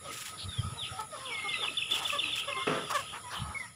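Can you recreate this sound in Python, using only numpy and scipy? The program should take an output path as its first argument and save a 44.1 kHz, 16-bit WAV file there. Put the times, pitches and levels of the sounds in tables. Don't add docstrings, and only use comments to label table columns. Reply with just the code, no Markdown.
import sys
import numpy as np
from scipy import signal
from scipy.fft import rfft, irfft, next_fast_len
from scipy.io import wavfile
from scipy.ndimage import uniform_filter1d, map_coordinates

SR = 44100
rng = np.random.default_rng(int(sys.argv[2]) if len(sys.argv) > 2 else 0)


def wav_record(signal):
    frames = np.transpose(np.atleast_2d(signal))
    bounded = np.clip(frames, -1, 1)
    quanta = np.round(bounded * 32767).astype(np.int16)
    wavfile.write(sys.argv[1], SR, quanta)


N = 165375

# start_s, first_note_db, second_note_db
CHIPS = [(1.252, -36.5, -51), (1.343, -32.5, -38), (1.487, -26.5, -28.5), (1.629, -25.5, -27.5),
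         (1.77, -20, -26.5), (1.910, -18.5, -33.5), (2.048, -24.5, -26.5), (2.186, -20, -25.5),
         (2.325, -23.5, -30.5), (2.474, -33.5, -30), (2.622, -32.5, -33.5), (2.813, -37, -66)]
# after_start_s, pitch_hz, relative_level_db
FIRST_NOTE = [(0, 3830, -19), (.002, 3548, -7.5), (0.013, 3476, -2.5), (.015, 3187, -9.5),
              (0.016, 2926, -6), (.024, 2800, -16.5)]
SECOND_NOTE = [(0.047, 3080, -5), (0.051, 2682, -6.5), (.057, 2600, 5.5), (0.062, 2560, -38)]
# start_s, length_s, first_hz, middle_hz, last_hz, level_db
PEEPS = [(0.475, 0.099, 3780, 3570, 3510, -45), (.568, 0.049, 3403, 3240, 3110, -40),
         (0.771, 0.064, 4030, 3694, 3240, -38), (0.82, 0.052, 3400, 2935, 2460, -38),
         (1.531, 0.069, 4080, 3770, 3600, -39.5), (1.589, 0.081, 3700, 3400, 2567, -34.5),
         (2.232, 0.099, 4020, 3757, 3360, -41.5), (2.29, 0.0395, 3506, 3200, 2820, -37.5),
         (2.805, 0.058, 3520, 3476, 3485, -44), (3.349, 0.038, 3250, 3126, 2850, -38.5)]
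# start_s, length_s, first_hz, middle_hz, last_hz, level_db, octave_below_relative_db
WHINES = [(1.295, 0.14, 2345, 2185, 2073, -36, -18), (1.407, 0.18, 2138, 2127, 1970, -35.5, -44),
          (2.483, 0.061, 2138, 2127, 2140, -41.5, 0), (2.54, 0.1, 2137, 2098, 2124, -38.5, 3),
          (3.231, 0.083, 2114, 1956, 2040, -55, 11), (3.544, 0.038, 2300, 2180, 2210, -34, -16.5),
          (3.597, 0.025, 2010, 2052, 2000, -35, -19), (3.62, 0.048, 2017, 1930, 1840, -44.5, -5)]
# start_s, length_s, first_hz, middle_hz, last_hz, level_db,
# roughness (share, clipped to 0-1), fundamental_boost_db, treble_db_per_octave (above 1200 Hz)
CLUCKS = [(0.04, 0.05, 621, 564, 500, -50, 0.3, 19, -18), (0.758, 0.038, 486, 463, 450, -49, .2, 3, -18),
          (0.917, 0.082, 775, 758, 790, -49, 0.1, 28, -3),
          (0.984, 0.044, 439, 435, 440, -37, 0.2, -3.5, -17),
          (1.121, 0.037, 638, 607, 540, -41.5, 0, 13.5, 0),
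          (1.155, 0.044, 575, 544, 517, -42.5, .6, 16, -31),
          (1.192, 0.17, 536, 510, 389, -46, 0.23, 7, -27),
          (1.437, 0.047, 433, 405, 400, -39.5, 0.07, 0.5, -39),
          (1.617, 0.05, 461, 419.5, 412, -38, 0.48, 1, -3.5), (2.123, 0.041, 564, 582, 508, -33, 0, 5, -2),
          (2.199, 0.11, 353, 311.5, 293, -49.5, 0.46, 34, 0),
          (2.473, 0.043, 549, 564, 510, -35.5, 0.16, 12.5, -1.5),
          (2.56, 0.035, 398, 394, 380, -39.5, 0.18, 8, -9),
          (2.895, 0.047, 518, 576, 548, -33, 1.1, -20, -12),
          (2.937, .046, 593, 573.5, 486, -28.5, 0.1, 3.5, 1.5),
          (3.121, 0.0726, 418.4, 445, 494, -42, 0.44, -2.5, -2.5),
          (3.304, 0.1, 523.5, 522.5, 497, -41.5, 0.88, -10, -1),
          (3.39, 0.18, 429.5, 423.8, 419.4, -45.5, 0.52, -25, -12)]
# frequency_hz, level_db
THROAT = [(100, -36), (300, -13), (560, -11.5), (850, -5), (1170, 2.5), (1400, -4), (1750, -7.5),
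          (2300, -16.5), (2900, -18.5), (3450, -17.5), (4200, -25.5), (8000, -27.5)]
# time_s, level_db
CHATTER_LEVEL = [(1.2, -77), (1.26, -44.5), (1.36, -46), (1.46, -53), (1.55, -43), (1.68, -37), (1.75, -48),
                 (1.81, -42), (2.1, -37), (2.18, -45), (2.25, -39.5), (2.4, -36.5), (2.46, -48.5),
                 (2.5, -39), (2.85, -46), (3.0, -48), (3.15, -50), (3.25, -87)]
# start_s, length_s, centre_hz, level_db
RASPS = [(0.374, 0.1, 3780, -42.5), (0.831, 0.074, 3100, -41.5), (1.943, 0.14, 960, -43.5),
         (3.13, 0.066, 2250, -48.5), (3.303, 0.046, 1500, -42), (3.309, 0.16, 3230, -46.5),
         (3.3, 0.072, 4900, -49.5), (3.565, 0.082, 4900, -60.5)]
# start_s, level_db
KNOCKS = [(2.668, -30), (2.675, -36.5), (2.695, -34), (2.709, -34), (2.726, -35.5), (2.741, -36),
          (2.755, -39), (2.773, -37.5), (2.805, -45.5), (2.831, -43.5)]
# pitch_hz, level_db, t60_s
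BAMBOO_MODES = [(147, -6, .3), (177, -7, .25), (259.5, 1.5, 0.15), (312.6, -5, 0.25), (417, 0.5, 0.17),
                (467, 0, 0.13), (521, 2, 0.14), (618, -2, 0.15), (665, -2, .2), (930, -8, 0.2),
                (1191, 0, 0.17), (1337, 0.5, 0.23), (1720, -12, 0.17)]
# frequency_hz, level_db
CLATTER = [(50, -62), (85, -28), (135, 1), (260, -3.5), (460, -0.5), (825, -7.5), (1280, -2), (1500, -5.5),
           (2200, -10), (3400, -15), (4300, -27), (5400, -23.5), (6200, -28), (11000, -44)]
# start_s, length_s, level_db
RUSTLES = [(0.107, 0.11, -42), (0.178, 0.16, -41), (0.624, 0.024, -56), (0.999, 0.018, -43),
           (1.90, 0.05, -43.5), (1.932, 0.088, -39), (2.017, 0.09, -42), (2.066, 0.12, -44),
           (2.35, 0.084, -42), (2.897, 0.036, -37.5), (2.926, 0.11, -44.5)]
# frequency_hz, level_db
RUSTLE_COLOUR = [(100, -60), (400, -24), (700, -18), (1200, 0.5), (1850, 5), (3500, 7), (4400, 1),
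                 (5500, 5), (6200, -0.5), (7200, 6), (8500, -1), (10100, 0.5), (12000, -5), (13500, -8),
                 (15500, -3.5)]
# centre_s, level_db, pitch_hz, half_length_s
BUMPS = [(0.458, -36.5, 92, 0.018), (0.489, -33, 92, 0.0089), (0.597, -22, 113, .008),
         (.650, -27.5, 112, 0.0066), (0.674, -33, 96, 0.017), (.728, -34.5, 126, 0.0084),
         (.78, -49, 89, 0.014), (.835, -40, 110, 0.0079), (0.921, -36, 103, 0.0086),
         (3.403, -37, 90, 0.0048), (3.422, -26.5, 113, 0.006), (3.45, -42, 82, 0.034),
         (3.491, -39, 76.5, 0.024)]
# frequency_hz, level_db
BUMP_RUMBLE = [(25, -11), (60, -14.5), (110, 2), (200, 0.5), (400, -44), (1500, -78)]
# frequency_hz, t60_s
YARD_DECAY = [(150, 0.16), (1000, 0.12), (3000, 0.49), (9000, 0.57)]
# frequency_hz, level_db
AIR = [(60, -40), (160, -8.5), (260, -8), (380, -6.5), (480, -3.5), (700, -7.5), (950, -6.5), (1130, -9),
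       (1270, 7.5), (1450, -9), (2100, -6), (2400, -7.5), (2750, -9.5), (3500, -5), (4400, -13),
       (5400, -7.5), (6200, -22.5), (7000, -18.5), (8500, -19.5), (12000, -32)]
# time_s, level_db
AIR_LEVEL = [(0, -56), (.06, -48.5), (.35, -50), (.55, -51.5), (.7, -50.5), (.8, -48.5), (1.0, -46),
             (1.09, -53), (1.16, -49), (1.5, -48), (1.62, -44), (1.85, -51.5), (2.0, -42.5), (2.25, -46.5),
             (2.45, -48.5), (2.8, -44), (3.06, -47), (3.22, -50), (3.35, -50), (3.5, -52), (3.64, -44),
             (3.72, -59.5)]
# frequency_hz, level_db
HISS = [(5000, -51), (6200, -26), (7000, -3), (8200, -19.5), (9300, -5), (10300, 3.5), (11000, -4),
        (11800, -25.5), (15500, -23)]
# time_s, level_db
HISS_LEVEL = [(0, -53), (.34, -51), (1.13, -52), (2.09, -50.5), (2.47, -52), (3.64, -52.5), (3.75, -60)]
# frequency_hz, level_db
HUM = [(20, -28), (45, -23), (75, -3.5), (105, 0.5), (160, -4.5), (260, -14), (600, -48), (2000, -80)]
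# frequency_hz, side_below_mid_db
WIDTH = [(60, -38), (250, -20), (1000, -28), (2000, -44), (4000, -30), (8000, -53.5), (15000, -41)]

CLUCK_ATTACK, CLUCK_RELEASE = 0.33, 0.28
CHIRPS_PER_S, CHIRP_S = 29, 0.043
CHIRP_LOWEST_START_HZ, CHIRP_HALF_SPREAD, CHIRP_FALL = 3354, 0.0503, 0.27
RING_DB, CLATTER_DB, CLATTER_T60_S = -0.5, 2, 0.17
GRAIN_DB, FLUTTER_DB = 2.5, 2.5
DRONE_HZ, DRONE_WIDTH_HZ, DRONE_DB = 1265, 39, -57.5
HUM_DB = -58
PATCHY_DB = 4.5
TOP_HZ = 15600


def amp(db):
    return 10 ** (np.asarray(db) / 20)


def unit(x):
    return x / np.sqrt(np.mean(x ** 2) + 1e-20)


def along(points, hz):
    f, v = np.transpose(points)
    return np.interp(np.log(hz + 1), np.log(f + 1), v)


def course(points):
    return amp(np.interp(np.arange(N) / SR, *np.transpose(points)))


def clock(length):
    return np.arange(int(length * SR)) / SR


def add(out, s, x):
    i = max(0, round(s * SR))
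    out[i:i + len(x)] += x[:max(0, N - i)]


def wobble(t, rate):
    return map_coordinates(rng.standard_normal(4096), [t * rate], mode="wrap")


def filtered(x, response):
    m = next_fast_len(x.shape[-1] + 8192)
    spectrum = rfft(x, m) * response(np.fft.rfftfreq(m, 1 / SR))
    return irfft(spectrum, m)[..., :x.shape[-1]]


def noise(colour, size=N):
    return unit(filtered(rng.standard_normal(size), lambda f: amp(along(colour, f))))


def band(hz, width_hz):
    return unit(filtered(rng.standard_normal(N), lambda f: 1 / (1 + ((f - hz) / width_hz) ** 4)))


def swell(t, attack, release):
    u = t / t[-1]
    rise = np.sin(np.pi / 2 * np.clip(u / attack, 0, 1))
    fall = np.sin(np.pi / 2 * np.clip((1 - u) / release, 0, 1)) ** 2
    return rise * fall


def glide(t, pitches, jitter):
    arch = np.polyfit([0, .5, 1], pitches, 2)
    return np.polyval(arch, t / t[-1]) * (1 + jitter * wobble(t, 266))


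def turns(hz):
    return 2 * np.pi * np.cumsum(hz) / SR


def yard(x, wet_db, early_db):
    hz, t, z = signal.stft(rng.standard_normal(SR // 2), SR, nperseg=256)
    decay = amp(-60 * t / along(YARD_DECAY, hz)[:, None])
    tail = signal.istft(z * decay, SR, nperseg=256)[1]
    tail *= np.clip(np.arange(len(tail)) / SR / 0.013, 0, 1) ** 2
    answer = amp(wet_db) * tail / np.linalg.norm(tail)
    echoes = (rng.uniform(.004, .04, size=8) * SR).astype(int)
    answer[echoes] += amp(early_db) * rng.choice([-1, 1], size=8)
    answer[0] += 1
    return signal.fftconvolve(x, answer)[:N]


def chips():
    out = np.zeros(N)
    for s, *levels in CHIPS:
        for note, db in zip((FIRST_NOTE, SECOND_NOTE), levels):
            when, hz, shape = np.transpose(note)
            t = clock(max(when[-1] - when[0], .005)) + when[0]
            phase = turns(np.interp(t, when, hz) * (1 + 0.0067 * wobble(t, 314)))
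            level = amp(db + np.interp(t, when, shape) + 0.88 * wobble(t, 243))
            add(out, s + when[0], yard(level * np.sin(phase), wet_db=-8.5, early_db=-19))
    return out


def clucks():
    out = np.zeros(N)
    for s, length, *pitches, db, rough, low_db, treble_db in CLUCKS:
        t = clock(length)
        k = np.arange(1, 17)[:, None]
        rough = np.clip(rough, 0, 1)
        hz = glide(t, pitches, jitter=0.0035 + 0.046 * rough)
        phase = turns(hz)

        def throat(f):
            return amp(along(THROAT, f) + treble_db * np.log2(np.maximum(f / 1200, 1)))

        harmonics = throat(k * hz) * amp(low_db * (k == 1)) * np.cos(k * phase)
        voice = unit(harmonics.sum(0))
        puffs = rng.standard_normal(len(t)) * (1 + np.cos(phase))
        hoarse = unit(filtered(puffs, throat))
        level = amp(db + 0.85 * wobble(t, 123)) * swell(t, CLUCK_ATTACK, CLUCK_RELEASE)
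        call = level * unit((1 - rough) * voice + rough * hoarse)
        add(out, s, yard(call, wet_db=-13, early_db=-16))
    return out


def peeps():
    out = np.zeros(N)
    for s, length, *pitches, db in PEEPS:
        t = clock(length)
        level = amp(db + 3.5 * wobble(t, 122)) * swell(t, attack=0.16, release=0.18)
        call = level * np.sin(turns(glide(t, pitches, jitter=.011)))
        add(out, s, yard(call, wet_db=-8, early_db=-17))
    return out


def whines():
    out = np.zeros(N)
    for s, length, *pitches, db, low_db in WHINES:
        t = clock(length)
        phase = turns(glide(t, pitches, jitter=0.012))
        tone = amp(low_db) * np.sin(phase / 2) + np.sin(phase)
        level = amp(db + 0.81 * wobble(t, 62)) * swell(t, attack=0.27, release=0.2)
        add(out, s, yard(level * tone, wet_db=-8, early_db=-37.5))
    return out


def hatch():
    out, t = np.zeros(N), clock(.5)
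    for s, db in KNOCKS:
        ring = np.zeros(len(t))
        for hz, level, t60 in BAMBOO_MODES:
            decay = amp(level + rng.normal(0, 2.5) - 60 * t / t60)
            mode = np.sin(2 * np.pi * hz * rng.normal(1, 0.0064) * t)
            ring += decay * mode * rng.choice([-1, 1])
        ring /= ring[:SR // 50].std()
        clatter = noise(CLATTER, size=len(t)) * amp(-60 * t / CLATTER_T60_S)
        onset = 1 - np.exp(-t / 0.0018)
        add(out, s, amp(db) * (amp(RING_DB) * ring + amp(CLATTER_DB) * clatter) * onset)
    return yard(out, wet_db=-4.5, early_db=-20)


def bumps():
    out, t = np.zeros(N), np.arange(N) / SR
    rumble = noise(BUMP_RUMBLE)
    for s, db, hz, half in BUMPS:
        u = (t - s) / half
        push = -np.sin(2 * np.pi * hz * (t - s)) * np.exp(-u * u)
        out += amp(db) * (push + amp(-14.5) * rumble * np.exp(-abs(u) / 2))
    return out


def rustles():
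    level = np.zeros(N)
    for s, length, db in RUSTLES:
        t = clock(length)
        add(level, s, amp(db) * swell(t, attack=0.21, release=0.47))
    t = np.arange(N) / SR
    unevenness = amp(GRAIN_DB * wobble(t, 900) + FLUTTER_DB * wobble(t, 70))
    grains = rng.standard_normal(N) * unevenness
    return level * unit(filtered(grains, lambda f: amp(along(RUSTLE_COLOUR, f))))


def rasps():
    out = np.zeros(N)
    for s, length, hz, db in RASPS:
        t = clock(length)
        hiss = band(hz, 0.24 * hz)[:len(t)]
        add(out, s, amp(db) * swell(t, attack=0.27, release=0.49) * hiss)
    return out


def chatter():
    out, t = np.zeros(N), clock(CHIRP_S)
    for when, pitch, size in rng.uniform(size=(int(CHIRPS_PER_S * N / SR), 3)):
        start_hz = CHIRP_LOWEST_START_HZ * (1 + CHIRP_HALF_SPREAD * 2 * pitch)
        hz = start_hz * (1 - CHIRP_FALL * t / t[-1])
        chirp = swell(t, attack=0.082, release=0.05) * np.sin(turns(hz))
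        add(out, when * N / SR, (.5 + size) * chirp)
    return unit(yard(out, wet_db=-1, early_db=-9)) * course(CHATTER_LEVEL)


def background():
    t = np.arange(N) / SR
    air_db = np.interp(t, *np.transpose(AIR_LEVEL))
    z = signal.stft(noise(AIR), nperseg=512)[2]
    patches = uniform_filter1d(rng.standard_normal(z.shape), size=3, axis=0)
    patches = unit(uniform_filter1d(patches, size=9, axis=1))
    patchy = unit(signal.istft(z * amp(PATCHY_DB * patches), nperseg=512)[1][:N])
    air = amp(air_db + 1.57 * wobble(t, 10)) * patchy
    drone_db = DRONE_DB + air_db - air_db.mean() + wobble(t, 10)
    drone = amp(drone_db) * band(DRONE_HZ, DRONE_WIDTH_HZ)
    hum = amp(HUM_DB) * noise(HUM)
    hiss = course(HISS_LEVEL) * noise(HISS)
    return air + drone + hum + hiss


def scene():
    birds = chips() + clucks() + peeps() + whines() + rasps() + chatter()
    mid = birds + hatch() + bumps() + rustles() + background()
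    scatter = rng.standard_normal(SR // 100)
    scattered = signal.fftconvolve(mid, scatter / np.linalg.norm(scatter))[:N]
    side = filtered(scattered, lambda f: amp(along(WIDTH, f)))
    return np.array([mid + side, mid - side])


def record(dry):
    return filtered(dry, lambda hz: hz < TOP_HZ)


dry = scene()
out = record(dry)
wav_record(out)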